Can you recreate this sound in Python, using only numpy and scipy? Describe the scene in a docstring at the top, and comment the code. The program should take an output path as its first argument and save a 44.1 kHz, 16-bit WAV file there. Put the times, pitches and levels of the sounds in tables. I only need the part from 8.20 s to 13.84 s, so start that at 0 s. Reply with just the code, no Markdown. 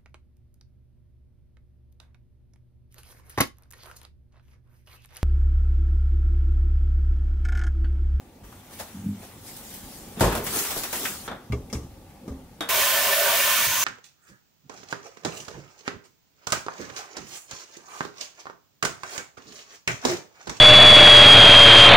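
"""A faint appliance hum fills a small hard kitchen while a bag crackles, slippers scuff, the worktop is knocked
and a fridge door swings, creaks and slams, its contents rattling dully. Then, close to the sink, a vegetable
drops into a steel bowl, the tap lever knocks and a spray of water drums on the bowl; near the end the sound
drops abruptly and sizzles more. Hum, rub and fizz are filtered noise; blows are noise bursts whose octaves die
at their own speeds; panel, cabinet, bowl and sink are resonant modes."""
import sys
import numpy as np
from scipy import signal
from scipy.fft import rfft, irfft
from scipy.io import wavfile
from scipy.ndimage import uniform_filter1d

SR = 44100
rng = np.random.default_rng(int(sys.argv[2]) if len(sys.argv) > 2 else 0)


def master(y):
    """Save y as 16-bit WAV."""
    cut = np.clip(np.atleast_2d(y).T, -1, 1)
    pcm = np.round(cut * 32767)  # scale
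    wavfile.write(sys.argv[1], SR, pcm.astype(np.int16))


N = 248724
TIME = np.arange(N) / SR  # s

# stereo field of the room at two microphone ports, three curves: (frequency [Hz], likeness, held to 0..1),
# (frequency [Hz], phase by which left leads [rad]), (frequency [Hz], left minus right [dB])
FAR = ([(60, 2.5), (150, 0.95), (380, 0.88), (950, 0.64), (2380, 0.43), (3400, 0.0), (15000, 0.0)],
       [(50, 0), (500, .15), (2000, .6), (16000, 2)], [(60, 1), (240, 0), (950, 0.5), (3770, 1),
       (15000, 1.0)])


def gain_of(db):
    """Level definition: 20 dB is a factor of ten in amplitude."""
    return 10 ** (np.asarray(db) / 20)


def evened(x):
    """Normalisation to a root mean square of 1."""
    return x / np.sqrt(np.mean(x ** 2) + 1e-20)


def read(points, hz):
    """Interpolation of a spectrum along logarithmic frequency."""
    f, value = np.transpose(points)
    return np.interp(np.log(hz + 1), np.log(f + 1), value)


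def curve(rows):
    """Linear interpolation in time: each column after the first, at every sample."""
    s, *columns = np.transpose(rows)
    return [np.interp(TIME, s, column) for column in columns]


def add(mix, s, sound):
    """Superposition: a sound joins the mix at s seconds."""
    part = mix[:, round(s * SR):][:, :sound.shape[1]]
    part += sound[:, :part.shape[1]]


def slowly(rate):
    """Slow random modulation of size 1: twelve sines from 0.8 Hz up to rate [Hz], at random phases."""
    t = np.arange(N // 64 + 2) * 64 / SR
    x = sum(np.sin(2 * np.pi * (f * t + rng.random())) for f in np.geomspace(.8, rate, 12))
    return np.interp(TIME, t, evened(x))


def pair(ports, size, crackle_db=0.):
    """Partial coherence: spectra of white noise at both ports, and their frequencies; crackle makes grains."""
    chance = uniform_filter1d(rng.exponential(1, size) - 1, size=24)
    grains = gain_of(crackle_db * evened(chance))
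    a, b = rfft(rng.standard_normal((2, size)) * grains)
    hz = np.fft.rfftfreq(size, 1 / SR)
    same, lead, lean_db = (read(points, hz) for points in ports)
    same = np.clip(same, 0, 1)
    right = (same * a + np.sqrt(1 - same ** 2) * b) * np.exp(-1j * lead)
    return np.array([a * gain_of(lean_db / 2), right / gain_of(lean_db / 2)]), hz


def noise(colour, ports, patchy_db, crackle_db=0.):
    """Spectral shaping: coloured noise whose level drifts in patches over time and pitch."""
    z, hz = pair(ports, N, crackle_db)
    coloured = irfft(z * gain_of(read(colour, hz)), N)
    z = signal.stft(coloured, nperseg=512, noverlap=384)[2]
    patches = uniform_filter1d(rng.standard_normal(z.shape[1:]), size=5, axis=0)
    patches = uniform_filter1d(patches, size=16, axis=1)
    z = z * gain_of(patchy_db * evened(patches))
    return evened(signal.istft(z, nperseg=512, noverlap=384)[1][:, :N])


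def ring(x, hz, width):
    """Resonance: one damped pole of gain 1 at its centre, width in Hz."""
    r = np.exp(-np.pi * width / SR)
    return 2 * signal.lfilter([1 - r], [1, -r * np.exp(2j * np.pi * hz / SR)], x).real


def favoured(hz, centre_hz, fall_db):
    """Modal excitation: the struck spot favours modes near one pitch; an octave away loses fall_db."""
    return gain_of(-fall_db * np.log2(hz / centre_hz) ** 2)


def blow(colour, decay, db, tilt_db, body_hz=1000, body_db=0, stretch=1, ports=FAR, size=32768):
    """Impact and reverberation: a burst heard with its room, sharp in front, each octave dying at its own speed."""
    z, hz = pair(ports, size)
    octave, t = np.log2((hz + 1) / 500), np.arange(size) / SR
    body = np.exp(-(np.log2((hz + 1) / body_hz) / 1.06) ** 2)
    z = z * gain_of(read(colour, hz) + tilt_db * octave + body_db * body)
    out = np.zeros((2, size))
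    for k in range(-4, 6):
        mid = 500 * 2. ** k
        band = irfft(z * np.clip(1 - abs(octave - k), 0, 1), size)
        tail = gain_of(-60 * t / (read(decay, mid) * stretch))
        front = 0.86 * np.exp(-t / 0.014)
        out += band * (tail + front) * (1 - np.exp(-t * mid / .8))  # low octaves build up more slowly
    # peaks are taken to stand three times over the mean of the first 900 samples
    return gain_of(db) * out / (3 * np.sqrt(np.mean(out[:, :900] ** 2)))


def clang(modes, db, centre_hz, fall_db=22.0, contact=0.0075):
    """Forced modes: a short rough contact (time constant in s) sets them ringing; db is the mean of the onset."""
    z, _ = pair(FAR, 16384)
    touch = irfft(z, 16384) * np.exp(-np.arange(16384) / SR / contact)
    out = 0
    for hz, mode_db, t60 in modes:
        strength = gain_of(mode_db) * favoured(hz, centre_hz, fall_db) * t60
        out = out + strength * ring(touch, hz, 1.7 / t60)
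    return gain_of(db) * out / np.sqrt(np.mean(out[:, :900] ** 2))


def boom(modes, db, centre_hz, fall_db=16.0):
    """Free decay of low modes after a soft heavy push, alike at both ports; each builds up within a cycle."""
    t = np.arange(32768) / SR
    out = 0
    for hz, mode_db, t60 in modes:
        envelope = gain_of(mode_db - 60 * t / t60) * (1 - np.exp(-t * hz / 0.33))
        tone = np.sin(2 * np.pi * (hz * t + rng.random()))
        out = out + envelope * favoured(hz, centre_hz, fall_db) * tone
    return gain_of(db) * out[None]


def room():
    """Stationary broadband noise: appliances hum low under a faint hiss."""
    # spectrum of the room tone: (frequency [Hz], level [dB per Hz])
    tone_colour = [(21, -37), (35, -8), (55, -13.5), (80, -9), (119, -11), (146, -12), (220, -8),
                   (438, -20.5), (565, -16), (610, -25), (829, -17), (1070, -32.5), (1150, -25.5),
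                   (1280, -31.5), (8030, -37.5), (15600, -38)]
    # loudness of the room tone: (time [s], level [dB])
    tone_level = [(0, -50), (1.2, -49.5), (1.9, -44), (2.6, -45), (3.05, -47), (3.6, -47.5), (4.4, -48.5),
                  (5.64, -49.5)]
    return gain_of(curve(tone_level)[0]) * noise(tone_colour, FAR, patchy_db=1.5)


def drone():
    """Narrow-band noise: a low resonance sounds while the door stands open and swings."""
    # loudness of the drone: (time [s], level [dB])
    drone_level = [(0.2, -57), (0.4, -57), (0.644, -55), (0.83, -46), (1.064, -54), (1.204, -55),
                   (1.35, -65)]
    centre_hz, width_hz = 97, 27  # of each of the two resonances in a row
    once = ring(rng.standard_normal(N), centre_hz, width_hz)
    tone = evened(ring(once, centre_hz, width_hz))
    on = np.interp(TIME, [.2, .24, 1.25, 1.35], [0, 1, 1, 0])
    return on * gain_of(curve(drone_level)[0]) * tone


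def snaps_and_worktop_knocks():
    """Impulsive excitation: snaps of the bag, scuffs and two worktop knocks, bursts with a favoured body pitch."""
    # snaps of the bag, scuffs, and two knocks on the worktop at 0.6 and 1.03 s:
    # (time [s], peak [dB], tilt [dB per octave], pitch of the body [Hz], body [dB])
    burst_events = [(0.235, -45, -3, 953, 19), (0.324, -41.5, 1.5, 950, 20), (0.509, -44, -1, 703, 10),
                    (0.598, -26, -1, 560, 15), (1.029, -38.5, -8, 568, 7), (1.366, -32, 3, 867, -2),
                    (1.54, -29.5, 5.5, 867, 5.0), (1.996, -24.5, -1, 471, -8), (2.121, -22, 2.5, 1200, 18),
                    (2.151, -19.5, 0, 425, 13), (2.174, -21.5, 0.0, 415, 24), (2.24, -21, 11, 425, 5.0),
                    (2.266, -20.5, 0.5, 1260, 1), (2.335, -22, 4, 700, 14), (2.388, -16, 3, 1960, 0),
                    (2.448, -24.5, 0, 895, 8), (2.47, -27, 9, 1030, 9), (2.506, -20, 0.0, 649, 3),
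                    (2.561, -23.5, -11, 646, 1), (2.635, -19.5, -0.5, 1280, -1),
                    (2.728, -18, 0.5, 400, 14.5), (2.853, -18, -1.5, 2320, 11)]
    # spectrum of these bursts: (frequency [Hz], level [dB per Hz])
    burst_colour = [(100, -34), (200, -25), (500, -8), (1500, -3.5), (4000, -8.5), (14000, -8)]
    # reverberation of these bursts: (frequency [Hz], t60 [s])
    burst_decay = [(200, 0.062), (1000, 0.35), (4000, 0.21), (15000, 0.31)]
    mix = np.zeros((2, N))
    for s, db, tilt_db, body_hz, body_db in burst_events:
        add(mix, s, blow(burst_colour, burst_decay, db, tilt_db, body_hz, body_db))
    return mix


def slam():
    """Impact and cabinet modes: the door jolts, later meets its seal and bounces."""
    # each contact: (time [s], peak [dB], tilt [dB per octave], factor on the decay,
    # boom of the cabinet [dB], pitch it favours [Hz])
    contacts = [(0.236, -50, 0, 0.35, -46, 60), (1.972, -37, -7, 0.38, -27.5, 230),
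                (2.007, -8, 1, 0.75, -10, 115), (2.015, -18, 0, 0.82, -32, 200),
                (2.041, -13.5, 0.5, 0.77, -21, 60.5), (2.151, -43, 0, 0.74, -21, 118)]
    # spectrum of the slam: (frequency [Hz], level [dB per Hz])
    slam_colour = [(59, -24), (100, -0.5), (326, -3.5), (554, -5), (699, -7.5), (760, -8.5), (1000, -7.5),
                   (2280, -25), (2480, -24), (4480, -26.5), (13500, -30.5), (15600, -40)]
    # reverberation of the slam: (frequency [Hz], t60 [s])
    slam_decay = [(50, 1), (120, 0.91), (300, 0.89), (1000, 0.87), (3000, 0.95), (12000, 0.7)]
    # modes of the cabinet: (frequency [Hz], level [dB], t60 [s])
    cabinet = [(50.8, 8, 0.31), (84.4, -6.5, 0.21), (120, -13.5, 0.37), (182, -4, 0.17), (225, -3.5, 0.24),
               (423, 2, 0.74), (643, -14, .3)]
    mix = np.zeros((2, N))
    for s, db, tilt_db, stretch, boom_db, boom_hz in contacts:
        add(mix, s, blow(slam_colour, slam_decay, db, tilt_db, stretch=stretch))
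        add(mix, s, boom(cabinet, boom_db, boom_hz))
    return mix


def rustle():
    """Crackling and friction noise: plastic crackles; cloth, slippers and rattling door contents add a dull part."""
    # spectrum of the crackling plastic: (frequency [Hz], level [dB per Hz])
    hiss_colour = [(1180, -25), (2000, -12.5), (2290, -15.5), (3410, -8.5), (4600, -8), (5760, -6.5),
                   (8400, -6.5), (15600, -7)]
    # spectrum of the dull part: (frequency [Hz], level [dB per Hz])
    dull_colour = [(88, -48), (150, -10.5), (419, -2), (511, -10.5), (639, -9.5), (692, -7.5), (749, -8),
                   (3500, -14), (4550, -32), (7700, -120)]
    # crumples of bag and clothes; just after the slam, the dull rattle of things in the door:
    # (time of the top [s], hiss [dB], length [s], dull part over the hiss [dB])
    swells = [(0.26, -67, 0.2, 1), (0.535, -44.5, 0.13, -4.5), (0.601, -34, 0.06, -9),
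              (0.68, -49, 0.32, -2), (1.033, -46, 0.21, -5), (1.277, -40.5, 0.2, -12),
              (1.37, -44.5, 0.25, -9.5), (1.513, -41, 0.42, -11.5), (1.74, -46, 0.5, -11),
              (2.026, -35.5, 0.15, 6.5), (2.13, -47.5, 0.12, 13.5), (2.269, -31.5, .08, -5.5),
              (2.365, -24, 0.33, -8.5), (2.576, -30, 0.16, -9.5), (2.636, -40, .05, -5),
              (2.761, -28.5, 0.25, -8.5), (2.851, -28.5, 0.17, -10), (3.062, -43, 0.15, -3.5)]
    swell_share, fade_db = 0.35, 16.5  # the swell takes this share of the length; a length later it is fade_db down
    start_s, stop_s = 0.238, 3.08
    stir_db, stir_dull_db = -53.5, -4  # faint steady stir, and its dull part over that
    t = np.arange(0, N / SR + .002, .001)
    hiss_power = gain_of(stir_db) ** 2
    dull_power = gain_of(stir_db + stir_dull_db) ** 2
    for s, db, length, dull_db in swells:
        away = np.maximum(t - s, (s - t) / swell_share) / length
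        power = gain_of(db - fade_db * away) ** 2
        hiss_power = hiss_power + power
        dull_power = dull_power + power * gain_of(dull_db) ** 2
    on = np.interp(t, [start_s - .005, start_s + .005, stop_s - .01, stop_s + 0.0069], [0, 1, 1, 0])
    hiss_gain = np.interp(TIME, t, on * np.sqrt(hiss_power))
    dull_gain = np.interp(TIME, t, on * np.sqrt(dull_power))
    hiss = noise(hiss_colour, FAR, patchy_db=2.5, crackle_db=1.0)
    dull = noise(dull_colour, FAR, patchy_db=2.15, crackle_db=1.5)
    return hiss_gain * hiss + dull_gain * dull


def creak():
    """Stick-slip: uneven slips of the hinge, about forty a second, ring the panel."""
    # the hinge drags: (time [s], force [dB])
    drag = [(0.72, -61), (0.756, -36.5), (0.83, -43), (0.872, -23), (0.9, -28), (0.968, -43.5), (1.04, -43)]
    # resonances of the door panel: (frequency [Hz], width [Hz], level [dB])
    panel = [(102, 44, 2.5), (201, 50, 9), (253, 41, 1.1)]
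    begin, end = drag[0][0], drag[-1][0]
    on = np.interp(TIME, [begin, begin + .03, end - .03, end], [0, 1, 1, 0])
    slip_hz = 42 * (1 + 0.241 * slowly(30))
    slips = np.diff(np.floor(np.cumsum(slip_hz) / SR), prepend=0)
    soft = signal.oaconvolve(slips, np.diff(np.hanning(240)), "same")  # the rubber of the hinge rounds each slip
    shake = sum(gain_of(db) * ring(ring(soft, hz, width), hz, 2 * width) for hz, width, db in panel)
    return on * gain_of(curve(drag)[0]) * evened(shake)


def sink_knocks():
    """Impact: things are set down by the sink; the last knock is the tap lever, whose modes ring too."""
    # each knock: (time [s], peak [dB], tilt [dB per octave], factor on the decay)
    knock_events = [(3.077, -23, 0, 0.87), (3.114, -24, -2, 0.77), (4.407, -21, 2.5, 1.1)]
    # spectrum of a knock: (frequency [Hz], level [dB per Hz])
    knock_colour = [(35, -39), (60, -2), (707, -0.5), (913, -4.5), (1490, -2.5), (2790, -18.5),
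                    (3520, -8.5), (4140, -20), (10500, -29), (12700, -28), (15600, -40)]
    # reverberation of a knock: (frequency [Hz], t60 [s])
    knock_decay = [(100, 0.29), (500, 0.45), (2000, 0.5), (10000, 0.26)]
    # modes of the tap lever: (frequency [Hz], level [dB], t60 [s])
    lever = [(307, 3.5, 0.083), (470, -1, 0.35), (798, -1, 0.066), (1130, -6, 0.1), (1530, -12, 0.13),
             (2370, -18, 0.14), (3300, 1, 0.15), (3450, 4, .18), (3710, 6, 0.13)]
    mix = np.zeros((2, N))
    for s, db, tilt_db, stretch in knock_events:
        add(mix, s, blow(knock_colour, knock_decay, db, tilt_db, stretch=stretch))
    # the negative fall slightly lifts modes away from the centre
    add(mix, knock_events[-1][0], clang(lever, db=-30, centre_hz=1500, fall_db=-0.3, contact=0.0029))
    return mix


def drops():
    """Impact on coupled bodies: each contact with the bowl is a thud, a ring of steel and a boom of the sink."""
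    # the vegetable lands and rolls; the last row is a dull thump under the running water:
    # (time [s], thud peak [dB], tilt [dB per octave], ring of the steel [dB],
    # pitch it favours [Hz], boom of the sink [dB], pitch it favours [Hz])
    contacts = [(3.3, -41, -3, -66, 500, -21, 127), (3.322, -26.5, -1, -37.5, 2200, -20, 105),
                (3.33, -28, -0.5, -47, 500, -23, 395), (3.499, -44, 5, -52.5, 2580, -63, 200),
                (3.528, -24, 3.5, -39, 5440, -24.5, 204), (3.55, -25.5, -2.5, -46.5, 2200, -27, 71.5),
                (3.631, -47, 4, -71, 1020, -36, 111), (3.902, -55, 6, -64, 2500, -62, 200),
                (4.078, -32.5, 0.5, -52.5, 1370, -29, 220), (4.102, -46, -4, -53, 500, -31.5, 71.4),
                (4.118, -39, -1.5, -51, 500, -32.5, 265), (5.47, -51, 11, -54, 500, -33.5, 112)]
    # spectrum of the thud: (frequency [Hz], level [dB per Hz])
    thud_colour = [(59, -9), (100, -7.5), (430, -5), (881, -20.5), (1180, -12), (1340, -26.5),
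                   (2230, -27.5), (2480, -36), (3790, -31), (4480, -34), (5660, -26.5), (15600, -49)]
    # reverberation of the thud: (frequency [Hz], t60 [s])
    thud_decay = [(60, 1), (250, 0.55), (1000, 0.35), (4000, 0.32), (12000, 0.32)]
    # modes of the steel bowl: (frequency [Hz], level [dB], t60 [s])
    bowl = [(420, -4, .07), (580, -4, .07), (1200, 2, .06), (1600, -6, .05), (2150, -4, .05),
            (2300, -4, .04), (2690, -8, .05), (3340, -8, .05), (3880, -6, .05), (4800, 1, .03),
            (5300, 2, .04), (5700, 2, .04), (6680, -3, .04)]
    # modes of the sink under the bowl: (frequency [Hz], level [dB], t60 [s])
    sink = [(69.6, 4, 0.25), (119.7, -0.5, 0.22), (219, 3.5, 0.076), (263.7, -7.5, 0.42), (410, -2, 0.14)]
    mix = np.zeros((2, N))
    for s, db, tilt_db, steel_db, steel_hz, sink_db, sink_hz in contacts:
        add(mix, s, blow(thud_colour, thud_decay, db, tilt_db))
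        add(mix, s, boom(sink, sink_db, sink_hz))
        add(mix, s, clang(bowl, steel_db, steel_hz))
    return mix


def water():
    """Random forcing of resonances: fine jets fizz as they break, and their patter drives the wet steel."""
    # the spray shifts over the bowl; at 5.47 s the sound drops abruptly and sizzles more: (time [s], force
    # [dB], place: 0 on the bare middle, 1 over at the side)
    spray = [(4.488, -2.5, 0.12), (4.6, 1, 0.26), (4.81, -.5, 0.23), (4.9, -0.5, 0.039), (5.13, 0, 0),
             (5.19, .5, 0.34), (5.468, 0, 0.67), (5.472, -3, 0.75), (5.64, -2, 0.92)]
    # spectrum of the fizz: (frequency [Hz], level [dB per Hz])
    fizz_colour = [(200, -42), (300, -29), (400, -20), (480, -22), (600, -12), (860, -12), (1300, -5),
                   (2500, -3), (3500, -3), (4100, -4), (4900, -5), (6300, -5.5), (10900, -6), (14700, -1)]
    # resonances of the wet steel under the jets: (frequency [Hz], width [Hz], level [dB])
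    drummed = [(405, 43, -13), (576.3, 45.5, -1), (612.5, 41, -1), (660.5, 42, 0), (724, 52, -8.5),
               (796, 40, -13), (966, 93, 0), (1034, 58, 3), (1145, 100, -1), (1497, 144, -1.5),
               (1780, 69, 3), (1954, 120, -6.5), (2222, 51, 0.5), (2330, 85, -2), (2518, 130, -3.5),
               (2824, 150, -2), (2930, 82, -6.5), (3088, 200, -2), (3366, 21, -2), (3490, 34, -6),
               (3700, 60, -5)]
    # stereo field close to the ports, three curves: (frequency [Hz], likeness),
    # (frequency [Hz], phase by which left leads [rad]), (frequency [Hz], left minus right [dB])
    near = ([(60, 1.0), (150, 1.0), (380, 0.95), (950, 0.75), (2380, 0.7), (5980, 0.4), (15000, 0.26)],
            [(0, 0), (860, 0.1), (1210, 0.1), (4570, -0.1), (13400, -0.4), (16600, -1.1)], [(60, 0.0),
            (180, 0.0), (550, 0.0), (1650, -2.5), (4970, -1.0), (15000, -1.0)])
    fizz_db, high_db = -19.5, -27  # fizz and high modes at force 0
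    low_db, sizzle_db = (-29.5, -45), (-39.5, -22)  # low modes and sizzle at force 0, with the jets at place 0 and 1
    sizzle_hz, sizzle_width_hz = 6250, 1400  # where fine drops sizzle
    split_hz, wander_db = 850, (0.9, 1.66)  # low and high modes part here; how far each group swells and fades
    force_db, place = curve(spray)
    low_gain = gain_of(low_db[0] + (low_db[1] - low_db[0]) * place)
    sizzle_gain = gain_of(sizzle_db[0] + (sizzle_db[1] - sizzle_db[0]) * place ** 2)
    on = np.clip((TIME - spray[0][0]) / 0.0023, 0, 1)
    fizz = noise(fizz_colour, near, patchy_db=0.4, crackle_db=0.5)
    start = round(4.4 * SR)  # the modes are driven from shortly before the spray is let in
    patter = noise([(100, 0), (16000, 0)], near, patchy_db=1.86, crackle_db=2.5)
    low, high = np.zeros((2, 2, N))
    for hz, width, db in drummed:  # each mode swells and fades on its own
        mode = ring(ring(patter[:, start:], hz, width), hz, width)
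        wander = wander_db[hz >= split_hz] * slowly(16)[start:]
        add(low if hz < split_hz else high, start / SR, mode * gain_of(db + wander))
    low, high = (x / np.sqrt(np.mean(x[:, start:] ** 2)) for x in (low, high))
    sizzle = evened(ring(ring(patter, sizzle_hz, sizzle_width_hz), sizzle_hz, sizzle_width_hz))
    drumming = low_gain * low + gain_of(high_db) * high
    return on * gain_of(force_db) * (gain_of(fizz_db) * fizz + drumming + sizzle_gain * sizzle)


def scene():
    """Superposition of all sources at the two ports."""
    door_and_bag = drone() + snaps_and_worktop_knocks() + slam() + rustle() + creak()
    at_the_sink = sink_knocks() + drops() + water()
    return room() + door_and_bag + at_the_sink


def record(dry):
    """Band limitation: a steep linear-phase low-pass stands for the recorder."""
    edge_hz = 15750
    low_pass = signal.firwin(2047, edge_hz, window=("kaiser", 7), fs=SR)
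    return signal.oaconvolve(dry, low_pass[None], "same")


dry = scene()
out = record(dry)
master(out)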